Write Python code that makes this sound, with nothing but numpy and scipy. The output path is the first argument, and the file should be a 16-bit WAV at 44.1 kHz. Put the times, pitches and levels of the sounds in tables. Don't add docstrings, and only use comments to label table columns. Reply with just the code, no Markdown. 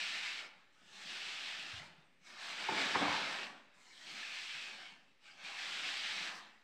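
import sys
import numpy as np
from scipy import signal
from scipy.fft import rfft, irfft
from scipy.io import wavfile
from scipy.ndimage import uniform_filter1d, map_coordinates

SR = 44100
rng = np.random.default_rng(int(sys.argv[2]) if len(sys.argv) > 2 else 0)


def int16_out(signal):
    q = np.round(np.clip(np.atleast_2d(signal).T, -1, 1) * 32767)
    wavfile.write(sys.argv[1], SR, q.astype(np.int16))


def elevation(decibels):
    levels = np.asarray(decibels, float)
    return 10 ** (levels / 20)


N = 292383


def level(x, db):
    return x * elevation(db) / np.sqrt(np.mean(x ** 2))


def on_log(hz, table):
    f, v = np.transpose(table)
    return np.interp(np.log(np.maximum(hz, 1)), np.log(f), v)


def region_weight(hz, centres_hz, k):
    return on_log(hz, list(zip(centres_hz, np.arange(len(centres_hz)) == k)))


def shaped(x, gain):
    return irfft(rfft(x) * gain(np.fft.rfftfreq(len(x), 1 / SR)), len(x))


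def lifts(hz, modes):
    return sum(db / (1 + (2 * (hz - f) / width) ** 2) for f, width, db in modes)


def walk(rate_hz):
    hold = int(SR / rate_hz)
    steps = np.repeat(rng.standard_normal(N // 50), hold)[:N]
    slewed = uniform_filter1d(uniform_filter1d(steps, hold), hold)
    return slewed / slewed.std()


def patches(hz, t, octaves, seconds):
    grid = rng.standard_normal((400, 400))
    rows, cols = np.meshgrid(np.log2(1 + hz / 60) / octaves, t / seconds, indexing="ij")
    field = map_coordinates(grid, [rows, cols], order=3, mode="wrap")
    return field / field.std()


def ring(hz, t60, phase=0.):
    t = np.arange(30000) / SR
    return np.sin(2 * np.pi * hz * t + phase) * np.exp(-np.log(1000) * t / t60)


def swell(sound, ms):
    rise = np.arange(len(sound)) / (SR * ms / 1000)
    return sound * np.clip(rise, 0, 1) ** 2


def add(x, s, sound):
    i = int(s * SR)
    x[i:i + len(sound)] += sound[:len(x) - i]


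def strokes(t):
    # (time [s], scrape level [dB], weight leaning on the board [dB])
    up_1 = [(0.0, -40.5, -4), (0.11, -41, -4.5), (0.22, -42.5, -2.5), (0.27, -40, -4.5),
            (0.34, -45.5, -1.5), (0.4, -45, -4.5), (0.459, -57.5, 6.5), (0.5, -73, 4.5), (0.7, -81, -6)]
    down_1 = [(0.83, -73, -4.5), (0.98, -56.5, -5.5), (1.11, -45.5, -3), (1.44, -44, -3.5),
              (1.73, -49, -0.5), (1.79, -49, -3), (1.83, -62, 8), (1.98, -75.5, 2), (2.18, -87, -6)]
    up_2 = [(2.27, -56, -4.5), (2.36, -56.5, 3), (2.42, -48, 0.5), (2.68, -42.5, 2.5), (2.81, -36.5, 3.5),
            (2.9, -39, 6.5), (3.27, -40.5, 2.5), (3.45, -47.5, 3.5), (3.551, -68, 5)]
    down_2 = [(3.69, -79, -3), (3.95, -64.5, -5.5), (4.08, -51.5, -4.5), (4.19, -48, -3), (4.5, -46, -9),
              (4.65, -48, -8.5), (4.7, -52, -3.5), (4.89, -58, -4), (5.02, -77.5, 0.5)]
    nudge = [(5.19, -83, -12), (5.262, -59.5, -7.5), (5.31, -60, -1.5), (5.36, -65.5, -2.5),
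             (5.42, -58, -0.5)]
    up_3 = [(5.45, -48.5, -2), (5.54, -48.5, 1), (5.59, -44, -1.5), (5.91, -41, -2.5), (6.09, -39.5, -4),
            (6.27, -42.5, 0), (6.32, -49.5, 5), (6.42, -62, 6), (6.63, -79, -8)]
    # (start [s], fresh dust [dB], patch at start [Hz], patch at end [Hz], patch lift [dB])
    landings = [
        (0.0, 0.5, 2220, 2230, 3),
        (0.72, 6.5, 3000, 2860, 1.5),
        (2.2, 2.5, 2300, 2230, 0.5),
        (3.74, 9.5, 1900, 2930, 4),
        (5.2, 0.5, 2400, 2640, 1),
    ]
    # (panel level [dB], dust level [dB], easing off [s], trailing dust [dB])
    stretches = [
        (-1, 0.5, 0.57, 0),
        (1.5, 0.4, 1.86, 7),
        (-0.5, 0.2, 3.9, 3),
        (2.5, 1.5, 4.9, -1.3),
        (1.7, 0.5, 6.37, 8.5),
    ]
    # (time [s], board lift [dB], panel lift [dB], fade [s])
    shakes = [(.8, -1.8, 17, 0.13), (1.05, -3.5, 7, 0.11), (1.58, -4, 6.5, 0.37), (2.69, 11, 17, 0.027),
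              (2.72, 1, 11, 0.32), (2.95, 13.5, 10, 0.038), (3.01, 8, 15.5, .15), (4.1, -1.2, 2.5, 0.19),
              (4.55, 4.5, 5, .12), (4.78, 3.5, 6, .1), (5.48, 2, 4.5, 0.088)]
    full_speed_db = -44.5
    slow_span_db, hard_span_db = 29.5, 6
    fresh_s, trail_s = 0.31, 0.038

    s, scrape_db, weight_db = np.transpose(up_1 + down_1 + up_2 + down_2 + nudge + up_3)
    scrape_db, weight_db = np.interp(t, s, scrape_db), np.interp(t, s, weight_db)
    slow_db = np.clip(full_speed_db - scrape_db, -hard_span_db, slow_span_db)

    start_s, fresh_db, from_hz, to_hz, lift_db = np.transpose(landings)
    k = np.clip(np.searchsorted(start_s, t, side="right") - 1, 0, None)
    since_s = t - start_s[k]
    part = since_s / np.diff(np.append(start_s, N / SR))[k]
    patch_hz = from_hz[k] + (to_hz - from_hz)[k] * part

    board_shake, panel_shake = 0, 0
    for at_s, board_lift_db, panel_lift_db, fade_s in shakes:
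        fade = (t >= at_s) * np.exp(-np.maximum(t - at_s, 0) / fade_s)
        board_shake = board_shake + board_lift_db * fade
        panel_shake = panel_shake + panel_lift_db * fade

    panel_db, dust_db, ease_s, trail_db = np.transpose(stretches)[:, k]
    flutter = 2.3 * np.interp(t, np.arange(N) / SR, walk(14))
    panel = panel_db + flutter - 4.0 + 0.48 * slow_db + 1.12 * weight_db + panel_shake
    board = -1.5 + 0.4 * slow_db + weight_db + board_shake
    fresh = fresh_db[k] * np.exp(-(since_s / fresh_s) ** 2)
    trail = trail_db * np.exp(-((t - ease_s) / trail_s) ** 2)
    dust = dust_db - 1.0 + 0.2 * slow_db + 0.1 * weight_db + fresh + trail
    return scrape_db, [panel, board, 0 * t, dust], (patch_hz, 700, lift_db[k])


def sanding():
    # (frequency [Hz], density [dB per Hz])
    grit = [(24, -71), (40, -19.5), (136, -41), (183, -13.5), (333, -12.5), (460, -16), (795, -7.5),
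            (947, -9.5), (1680, -2.5), (2570, -2.5), (3730, -3.5), (5150, -10), (8070, -21.5), (10600, -38),
            (15400, -44.5)]
    region_hz = [260, 950, 2800, 8500]
    # (frequency [Hz], width [Hz], lift [dB])
    board_modes = [(800, 360, 2.5), (1140, 134, -1), (1260, 160, 1.5), (1755, 88, 2), (1946, 160, -2),
                   (2240, 170, 1.5), (2540, 45, 3), (3710, 230, -0.5)]
    # (frequency [Hz], width [Hz], lift [dB])
    panel_modes = [(180, 21.7, 12), (290, 18, 3)]

    slips = rng.standard_normal(N) * elevation(1.67 * rng.exponential(size=N))
    hz, t, z = signal.stft(slips, SR, nperseg=1024, noverlap=768)
    scrape_db, shares, contact = strokes(t)
    db = (on_log(hz, grit) + lifts(hz, board_modes + panel_modes))[:, None]
    for k, share in enumerate(shares):
        db = db + np.outer(region_weight(hz, region_hz, k), share)
    db = db + lifts(hz[:, None], [contact])

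    patchy = 1 / (1 + (hz[:, None] / 6000) ** 2)
    patchy = patchy * np.interp(scrape_db, [-62, -46], [1.9, .65])
    db = db + patchy * (1.48 * patches(hz, t, .09, .1) + 1.64 * patches(hz, t, 0.2198, .06))
    z = z * elevation(db)

    scrape_band = (hz > 1500) & (hz < 5000)
    scrape_rms = np.sqrt(np.mean(np.sum(np.abs(z[scrape_band]) ** 2, axis=0)))
    out = signal.istft(z, SR, nperseg=1024, noverlap=768)[1][:N] / scrape_rms
    drag_db = 0.56 * walk(30)
    return out * elevation(np.interp(np.arange(N) / SR, t, scrape_db) + drag_db)


def catches():
    # (time [s], peak [dB], pitch [Hz], t60 [s])
    catch_events = [(.25, -40.5, 2200, 0.087), (.37, -47.5, 2205, 0.089), (3.9, -64, 2280, 0.12),
                    (4.001, -62, 1900, 0.13), (1.785, -49, 2010, 0.051), (2.76, -45, 2300, 0.17),
                    (2.829, -43, 1714, 0.09), (3.139, -43.5, 1740, 0.12), (4.219, -42.5, 1754, 0.067),
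                    (5.24, -76, 1254, 0.11), (5.274, -60.5, 1570, 0.1), (5.30, -67, 4860, 0.15),
                    (5.44, -45, 2417, 0.067), (5.47, -51, 2240, 0.095), (5.49, -56, 800, 0.099),
                    (5.845, -40, 2624, 0.068)]
    out = np.zeros(N)
    for s, db, hz, t60 in catch_events:
        rough = ring(hz, t60) + 0.42 * ring(hz * 0.94, t60, phase=2.9)
        add(out, s, elevation(db + 11) * swell(rough, 14.5))
    return out


def plank():
    # (time [s], peak [dB], boom share [dB], crack pitch [Hz], crack rise [ms])
    knocks = [
        (2.685, -24.5, -19, 889, 6.9),
        (2.716, -36.5, -4, 740, 4.),
        (2.9478, -36, -44, 910, 2.2),
        (2.9530, -27.5, -6.5, 1066, 1.8),
        (3.011, -29, -13.5, 736, 7.1),
        (3.021, -43, -4, 754, 2.6),
        (3.05, -33.5, -13, 1130, 4.2),
        (3.078, -29.5, -22, 993, 5.4),
        (3.139, -31, -39, 910, 6.2),
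        (3.212, -44, -8, 730, 5.),
    ]
    # (ratio to crack pitch [1], level [dB], t60 [s])
    crack_modes = [(0.798, -4.5, 0.034), (1.003, 3, 0.037), (1.17, -8, .04), (1.7, -22, 0.027)]
    # (frequency [Hz], level [dB], t60 [s])
    boom_modes = [(60, -14, .05), (84, -6, 0.063), (165, -6, 0.079), (291, 0, 0.088), (386, 2, 0.096),
                  (501, 2, 0.059)]
    out = np.zeros(N)
    chance = rng.standard_normal((len(knocks), 2, 6))
    for (s, db, boom_db, hz, rise_ms), (a, b) in zip(knocks, chance):
        crack, boom = 0, 0
        for (ratio, mode_db, t60), d, e in zip(crack_modes, a, b):
            crack = crack + elevation(mode_db + 1.7 * d) * ring(hz * ratio, t60, phase=3 * e)
        for (mode_hz, mode_db, t60), d, e in zip(boom_modes, b, a):
            boom = boom + elevation(mode_db + 2.1 * d) * ring(mode_hz * (1 + 0.02 * e), t60)
        blow = elevation(db + 4) * swell(crack, rise_ms) + elevation(db + boom_db - 0.5) * swell(boom, 8.8)
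        add(out, s, blow)
    return out


def thuds():
    # (time [s], peak [dB], pitch [Hz], t60 [s])
    thud_events = [(.56, -77, 180, 0.21), (0.866, -60.5, 194, 0.048), (1.54, -69, 109, 0.065),
                   (1.74, -46.5, 97, 0.072), (1.81, -56.5, 149, 0.1), (1.91, -62, 168, .08),
                   (1.99, -57.5, 165, 0.056), (2.218, -67, 180, 0.076), (2.629, -62, 195, 0.085),
                   (1.775, -56, 90, .1), (2.719, -46, 290, 0.091), (2.774, -51, 277, 0.085),
                   (3.02, -46.5, 291, 0.19), (2.976, -52, 167, 0.11), (3.09, -50, 84, 0.11),
                   (3.151, -59, 80, 0.11), (4.129, -67, 175, 0.071), (4.55, -68, 150, 0.14),
                   (4.75, -64, 199, 0.093), (4.929, -63.5, 187, 0.064), (5.36, -73, 187, 0.086),
                   (5.44, -65, 190, .08), (5.719, -72, 193, 0.066), (6.1, -68, 120, 0.085)]
    out = np.zeros(N)
    for s, db, hz, t60 in thud_events:
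        add(out, s - .012, elevation(db + 11.5) * swell(ring(hz, t60), 13.7))
    return out


def tink():
    # (time [s], peak [dB], pitch [Hz], t60 [s])
    tink_event = (2.037, -94, 8410, 1.1)
    out = np.zeros(N)
    s, db, hz, t60 = tink_event
    pair = ring(hz, t60) + .3 * ring(hz + 11, t60, phase=-2.)
    add(out, s, elevation(db + 5) * swell(pair, 3.6))
    return out


def shed(x, delay_s):
    # (frequency [Hz], t60 [s])
    decay_bands = [(60, 0.63), (250, 1), (1000, 0.91), (3000, 0.66), (8000, 0.28), (15000, 0.8)]
    t = np.arange(SR + SR // 2) / SR
    noise, tail = rng.standard_normal(len(t)), 0
    centres_hz = [f for f, _ in decay_bands]
    for k, (_, t60) in enumerate(decay_bands):
        band = shaped(noise, lambda hz: region_weight(hz, centres_hz, k))
        tail = tail + band * np.exp(-np.log(1000) * t / t60)
    tail = tail * np.clip(t / delay_s, 0, 1)
    return signal.fftconvolve(x, tail / np.sqrt(np.sum(tail ** 2)))[:N]


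def air():
    # (frequency [Hz], density [dB per Hz])
    air_spectrum = [(15, -25), (25, 1), (71, -13.5), (160, -11), (221, -7.5), (468, -15.5), (581, -12),
                    (682, -28), (2110, -11), (10600, -41), (15400, -46)]
    hiss = shaped(rng.standard_normal(N), lambda hz: elevation(on_log(hz, air_spectrum)))
    return level(hiss, -74.5) * elevation(walk(1.83))


def scene():
    board = sanding() + catches()
    blows = plank()
    small = thuds() + tink()
    wet = shed(elevation(-12.0) * board + elevation(-4.5) * blows + elevation(-13.0) * small, delay_s=0.036)
    return (board + blows + small + wet + air())[None]


def top_cut(x):
    return signal.sosfilt(signal.butter(12, 15700, fs=SR, output="sos"), x)


def record(dry):
    # (frequency [Hz], width [Hz], lift [dB])
    port_modes = [(6640, 600, -2.5), (7860, 1000, 2)]
    bass_cut = signal.butter(2, 90, "high", fs=SR, output="sos")
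    heard = signal.sosfilt(bass_cut, dry)
    heard = shaped(heard[0], lambda hz: elevation(lifts(hz, port_modes)))[None]
    rumble = level(shaped(rng.standard_normal(N), lambda hz: 1 / (1 + (hz / 30) ** 2)), -96)
    offset = -.0003
    return top_cut(heard + rumble + offset)


dry = scene()
out = record(dry)
int16_out(out)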